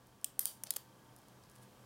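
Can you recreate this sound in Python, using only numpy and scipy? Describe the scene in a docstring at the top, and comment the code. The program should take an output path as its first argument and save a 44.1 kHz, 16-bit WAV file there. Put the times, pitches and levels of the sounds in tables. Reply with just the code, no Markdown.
"""Two stag beetles wrestle on a log, close up in a small, quiet room.
A low hum, hiss and a faint whirr lie under everything. Two claw ticks lead in; from 0.24 s the jaws
slip and snap against hard shell. Each snap rings for a millisecond or two, rebounds, chatters, knocks
the wood and leaves a short, bright room tail. A scrape joins the last flurry, which ends near 0.77 s.
After a lull, claws tick softly on the bark from 1.16 s and scrape twice around 1.6 s."""
import sys
import numpy as np
from scipy import signal
from scipy.fft import rfft, irfft
from scipy.io import wavfile
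from scipy.ndimage import uniform_filter1d

SR = 44100
rng = np.random.default_rng(int(sys.argv[2]) if len(sys.argv) > 2 else 0)


def wav_record(signal):
    """Record a signal, one row per channel, as 16-bit PCM in the file named by sys.argv[1]."""
    frames = np.transpose(np.atleast_2d(signal))
    bounded = np.clip(frames, -1, 1)
    # unit amplitude maps onto the largest positive 16-bit level
    quanta = np.round(bounded * 32767).astype(np.int16)
    wavfile.write(sys.argv[1], SR, quanta)


N = 81585
T = np.arange(N) / SR

# colour of the room tone (frequency [Hz], relative density [dB])
ROOM_TONE_EQ = [(20, -18), (48, -2.5), (65, -5.5), (95, 2.5), (200, 0), (300, 0), (480, -4.5), (700, -4.5),
                (950, -6), (1500, -11.5), (2100, -16), (3200, -17.5), (5500, -18.5), (8000, -20.5),
                (12000, -22), (15500, -24.5)]
# hum partials (frequency [Hz], level before the rides [dB], waver [0-1], beat depth [0-1])
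HUM_PARTIALS = [(124.2, -70.5, 0.12, 0.61), (199.5, -79.5, 0.9, 0.2), (507.4, -81.5, 0.48, 0),
                (740, -97, 0.1, 0.05), (904, -80.5, 0.77, 0.36), (1025, -83, 0.45, 0),
                (1154, -79, 0.34, 0.04), (1545, -87.5, 0.8, 0.2), (1652, -88, 0.86, 0.14)]
# fader ride on the hum (time [s], gain [dB])
HUM_RIDE = [(0, 0), (0.7, -1), (0.85, -0.5), (1.15, 1.5), (1.3, -1), (1.52, 1), (1.63, 2.5), (1.7, 0),
            (1.85, 1)]
# fader ride on room tone and hum together (time [s], gain [dB])
BED_RIDE = [(0, -1.5), (0.4, -1), (0.8, 0), (1.3, 1), (1.55, 1), (1.63, 1), (1.7, 1.5), (1.85, 2)]
# resonances of every contact: wood, bark, hollow body, tooth, tip, crack (frequency [Hz], width [Hz])
SHARED_MODES = [(647, 770), (1680, 1650), (3200, 930), (11880, 1900), (14540, 2400), (8140, 10600)]
# claw ticks (time [s], level [dB], ring [Hz], leg body [dB])
CLAW_TICKS = [ (0.0694, -63.5, 11200, -20), (0.2134, -65.5, 10100, -7), (1.1630, -57, 10800, -11),
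              (1.187, -63.5, 10400, -6), (1.2172, -68.5, 9350, -4), (1.2840, -62, 10000, -7),
              (1.4367, -65.5, 8400, 2.5), (1.498, -60.5, 8900, -10), (1.5143, -64, 11200, -12),
              (1.5549, -64, 10300, -12), (1.585, -67, 10400, -14), ]
# jaw snaps (time [s], level [dB], jaw ring [Hz], ring width [Hz], crack [dB], wood [dB], bark [dB],
# hollow body [dB], struck plate [Hz], plate [dB], tooth [dB], tip [dB], rebound delay [s],
# rebound [dB], chatter [dB], room send [dB])
JAW_SNAPS = [ (0.244, -27.5, 8690, 2310, -9, -26.5, -49, -11.5, 5270, -15, -8, -7, 0.003, -16, -7.5, -15.5),
             (0.3927, -27, 9480, 2350, -4.5, -28, -21.5, -28, 5060, -21, 2.5, -17, 0.0025, -9, -11, -6.5),
             (0.4551, -27, 9350, 1700, -5.5, -28, -25.5, -19, 4720, -18.5, -6, -6, 0.0013, -12.5, -8.5, -5),
             (0.6361, -36, 9900, 2500, -3.5, -23, -15.5, -15.5, 5700, -6, -27, -8.5, 0.0032, -17, -3.5, -14),
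             (0.7054, -37, 9250, 2500, 0.5, -26, -16.5, -19, 4020, -6.5, -8, -10, 0.0021, 0, -4.5, -11.5),
             (0.7060, -26, 10050, 2500, -4.5, -35.5, -28.5, -25, 5050, -11.5, -9, -11, 0.0009, -36, -4, -19.5),
             (0.7377, -50, 10000, 2900, 1, -14, -16, -10, 4000, -11, -2, -5, 0.00092, -3, -22, -1),
             (0.7619, -45, 9150, 2900, 3, -12, -9, -9, 4730, -4.5, -6, -1, 0.001, -14, 3, -12.5),
             (0.7646, -36.5, 8450, 2900, -10, -26, -34, -17, 4960, -19, -17, -15, 0.0013, -6.5, -2.5, -24),
             (0.7661, -35, 11000, 2470, -4, -13, -15.5, -17, 5100, -21, -10, -7, 0.0009, -17.5, -8, -17), ]
# scrapes (peak time [s], spread [s], level [dB], wood and bark [dB], body [Hz], body [dB])
BARK_SCRAPES = [(0.67, 0.0046, -52.5, -2, 4850, 6), (1.561, 0.0057, -60, -8, 3350, -2.5),
                (1.6310, 0.011, -56, -10, 3400, -6.5)]

BEAT_HZ, BEAT_PEAK_S = 3.99, 1.612
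WHIRR_HZ, WHIRR_WIDTH_HZ, WHIRR_DB = 3190, 76, -84
CLICK_S, DISPERSION_S, CHATTER_T60_S = 0.0015, 0.0011, 0.018
PLATE_WIDTH_HZ, LEG_BODY_HZ, CLAW_SEND_DB = 960, 5100, -6.5
GRIT_PER_S, SCRAPE_HZ, RASP_WIDTH_HZ = 5000, 9500, 4300
ROOM_T60_S, TREBLE_T60_S, EARLY_S, EARLY_DB, ROOM_SIDE_DB = 0.27, 0.24, 0.0105, -8, -19.5
WIDTH_DECAY_S, WIDTH_SIDE_DB = 0.001, -23.5


def undb(db):
    """Decibels to gain."""
    return 10 ** (np.asarray(db) / 20)


def unit(x):
    """Scale to an energy of one."""
    return x / np.sqrt(np.sum(x ** 2) + 1e-20)


def drift(rate_hz):
    """Random levels, held and slewed twice."""
    hold = int(SR / rate_hz)
    steps = np.repeat(rng.standard_normal(N // hold + 1), hold)
    return 1.56 * uniform_filter1d(uniform_filter1d(steps, hold), hold)[:N]


def ride(points):
    """Gain curve through fader points."""
    return undb(np.interp(T, *np.array(points).T))


def lowpass(x, hz):
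    """Roll off the treble."""
    return signal.sosfilt(signal.butter(2, hz, fs=SR, output="sos"), x)


def stereo(mid, side):
    """Left and right from mid and side."""
    return np.array([mid + side, mid - side])


def room_tone(level_db=-64, side_db=-14.5):
    """Soft indoor rumble and hiss; the lows slightly wide, the hiss centred."""
    hz, db = np.array(ROOM_TONE_EQ).T
    colour = undb(np.interp(np.log(np.fft.rfftfreq(N, 1 / SR) + 1), np.log(hz), db))
    mid, side = (unit(irfft(rfft(rng.standard_normal(N)) * colour, N)) for _ in range(2))
    return undb(level_db) * np.sqrt(N) * stereo(mid, undb(side_db) * lowpass(side, hz=1250))


def hum():
    """A wavering hum with a slow beat, probably of an appliance."""
    beat = np.cos(2 * np.pi * BEAT_HZ * (T - BEAT_PEAK_S))
    partials = np.zeros(N)
    for hz, db, waver, depth in HUM_PARTIALS:
        wobble = 1 + waver * (drift(12.03) + 1j * drift(11.44)) / np.sqrt(2)  # in level and phase
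        tone = np.exp(2j * np.pi * (hz * T + rng.random()))
        partials += np.sqrt(2) * undb(db) * (1 + depth * beat) * np.real(wobble * tone)
    return partials * ride(HUM_RIDE)


def whirr(pulse_hz=30, peak_s=0.027):
    """A very faint, narrow band of noise that pulses evenly."""
    peak = signal.iirpeak(WHIRR_HZ, WHIRR_HZ / WHIRR_WIDTH_HZ, fs=SR)
    band = signal.lfilter(*peak, rng.standard_normal(N))
    pulsing = (1 + np.cos(2 * np.pi * pulse_hz * (T - peak_s))) ** 2
    return undb(WHIRR_DB) * np.sqrt(N) * unit(band * pulsing)


def contact(chatter_db, rebound_s=0, rebound_gain=0):
    """Force of one blow, an optional rebound and a fading chatter of tiny slips."""
    t = T[:1024]
    force = undb(chatter_db) * unit(rng.standard_normal(len(t)) * undb(-60 * t / CHATTER_T60_S))
    force[0] += 1
    force[int(np.clip(rebound_s * SR, 1, len(t) - 1))] += rebound_gain
    return force


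def shell_ring(striker, plate, shared_db):
    """Damped ring of the shared modes, striker and plate (frequency [Hz], width [Hz], level [dB])."""
    modes = [striker, plate] + [(*mode, db) for mode, db in zip(SHARED_MODES, shared_db)]
    f = np.fft.rfftfreq(2048, 1 / SR)
    power = 0
    for hz, width, db in modes:
        detuning = (f * f - hz * hz) / ((f + 1) * width)
        power += (undb(db) * unit(1 / (1 + detuning ** 2))) ** 2
    cepstrum = irfft(np.log(power * len(f) + 1e-5) / 2)
    cepstrum[1:1024] *= 2  # minimum phase: the ring follows the blow
    cepstrum[1025:] = 0
    bending = np.exp(-2j * np.pi * DISPERSION_S * (f - f * f / SR))  # stiff shell carries highs faster
    return irfft(np.exp(rfft(cepstrum)) * bending)[:1024]


def claw_ring(hz, body, wood_db, width_hz=3600, tip_db=-16, crack_db=-2.5):
    """What a claw rings on the bark."""
    return shell_ring((hz, width_hz, 0), body, [wood_db, wood_db, wood_db, tip_db, tip_db, crack_db])


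def strike(buses, start_s, force, ring, db, send_db):
    """Drive a ring with a force; feed the direct bus and the room send."""
    sound = signal.fftconvolve(force, ring) * undb(db) * np.sqrt(CLICK_S * SR)
    i = int(np.clip(start_s * SR, 0, N - 1))
    sound = sound[:N - i]
    buses[:, i:i + len(sound)] += np.outer([1, undb(send_db)], sound)


def claw_ticks(buses):
    """Claws tap the bark: tiny, bright clicks with a little leg body."""
    for start_s, db, hz, body_db in CLAW_TICKS:
        ring = claw_ring(hz, (LEG_BODY_HZ, PLATE_WIDTH_HZ, body_db), wood_db=-27)
        strike(buses, start_s, contact(chatter_db=-6), ring, db, CLAW_SEND_DB)


def click_width(direct):
    """A faint, millisecond-long stereo spread on each click."""
    smear = unit(rng.standard_normal(256) * np.exp(-T[:256] / WIDTH_DECAY_S))
    return stereo(direct, undb(WIDTH_SIDE_DB) * signal.fftconvolve(direct, smear)[:N])


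def room_tail(send):
    """Weak near reflections, then the walls answer with a dense tail whose treble dies first."""
    noise = rng.standard_normal(N)
    low = lowpass(noise, hz=6500)
    tail = 1.77 * low * undb(-60 * T / ROOM_T60_S) + (noise - low) * undb(-60 * T / TREBLE_T60_S)
    tail[T < EARLY_S] *= undb(EARLY_DB)
    return signal.fftconvolve(send, unit(tail))[:N]


def jaw_snaps(buses):
    """Jaws slip and hit hard shell, rebound, chatter and knock the wood."""
    for (start_s, db, hz, width, crack_db, wood_db, bark_db, hollow_db, plate_hz, plate_db,
         tooth_db, tip_db, rebound_s, rebound_db, chatter_db, send_db) in JAW_SNAPS:
        shared_db = [wood_db, bark_db, hollow_db, tooth_db, tip_db, crack_db]
        ring = shell_ring((hz, width, 0), (plate_hz, PLATE_WIDTH_HZ, plate_db), shared_db)
        strike(buses, start_s, contact(chatter_db, rebound_s, undb(rebound_db)), ring, db, send_db)


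def bark_scrapes(buses):
    """A claw drags over bark: a burst of grit swells and fades."""
    t = T[:4096]
    middle = t[-1] / 2
    for peak_s, spread_s, db, wood_db, body_hz, body_db in BARK_SCRAPES:
        grit = rng.standard_normal(len(t)) * (rng.random(len(t)) < GRIT_PER_S / SR)
        swell = np.exp(-abs(t - middle) / spread_s)
        ring = claw_ring(SCRAPE_HZ, (body_hz, RASP_WIDTH_HZ, body_db), wood_db)
        strike(buses, peak_s - middle, unit(grit * swell), ring, db, CLAW_SEND_DB)


def scene():
    """The beetles dead centre, with their reverb, over a quiet bed."""
    buses = np.zeros((2, N))
    jaw_snaps(buses)
    claw_ticks(buses)
    bark_scrapes(buses)
    direct, send = buses
    reverb = stereo(room_tail(send), undb(ROOM_SIDE_DB) * room_tail(send))
    bed = (room_tone() + hum()) * ride(BED_RIDE)
    return reverb + bed + whirr() + click_width(direct)


def record(dry):
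    """A steep high cut at 16.1 kHz."""
    return signal.sosfilt(signal.ellip(8, .2, 70, 16100, fs=SR, output="sos"), dry)


dry = scene()
out = record(dry)
wav_record(out)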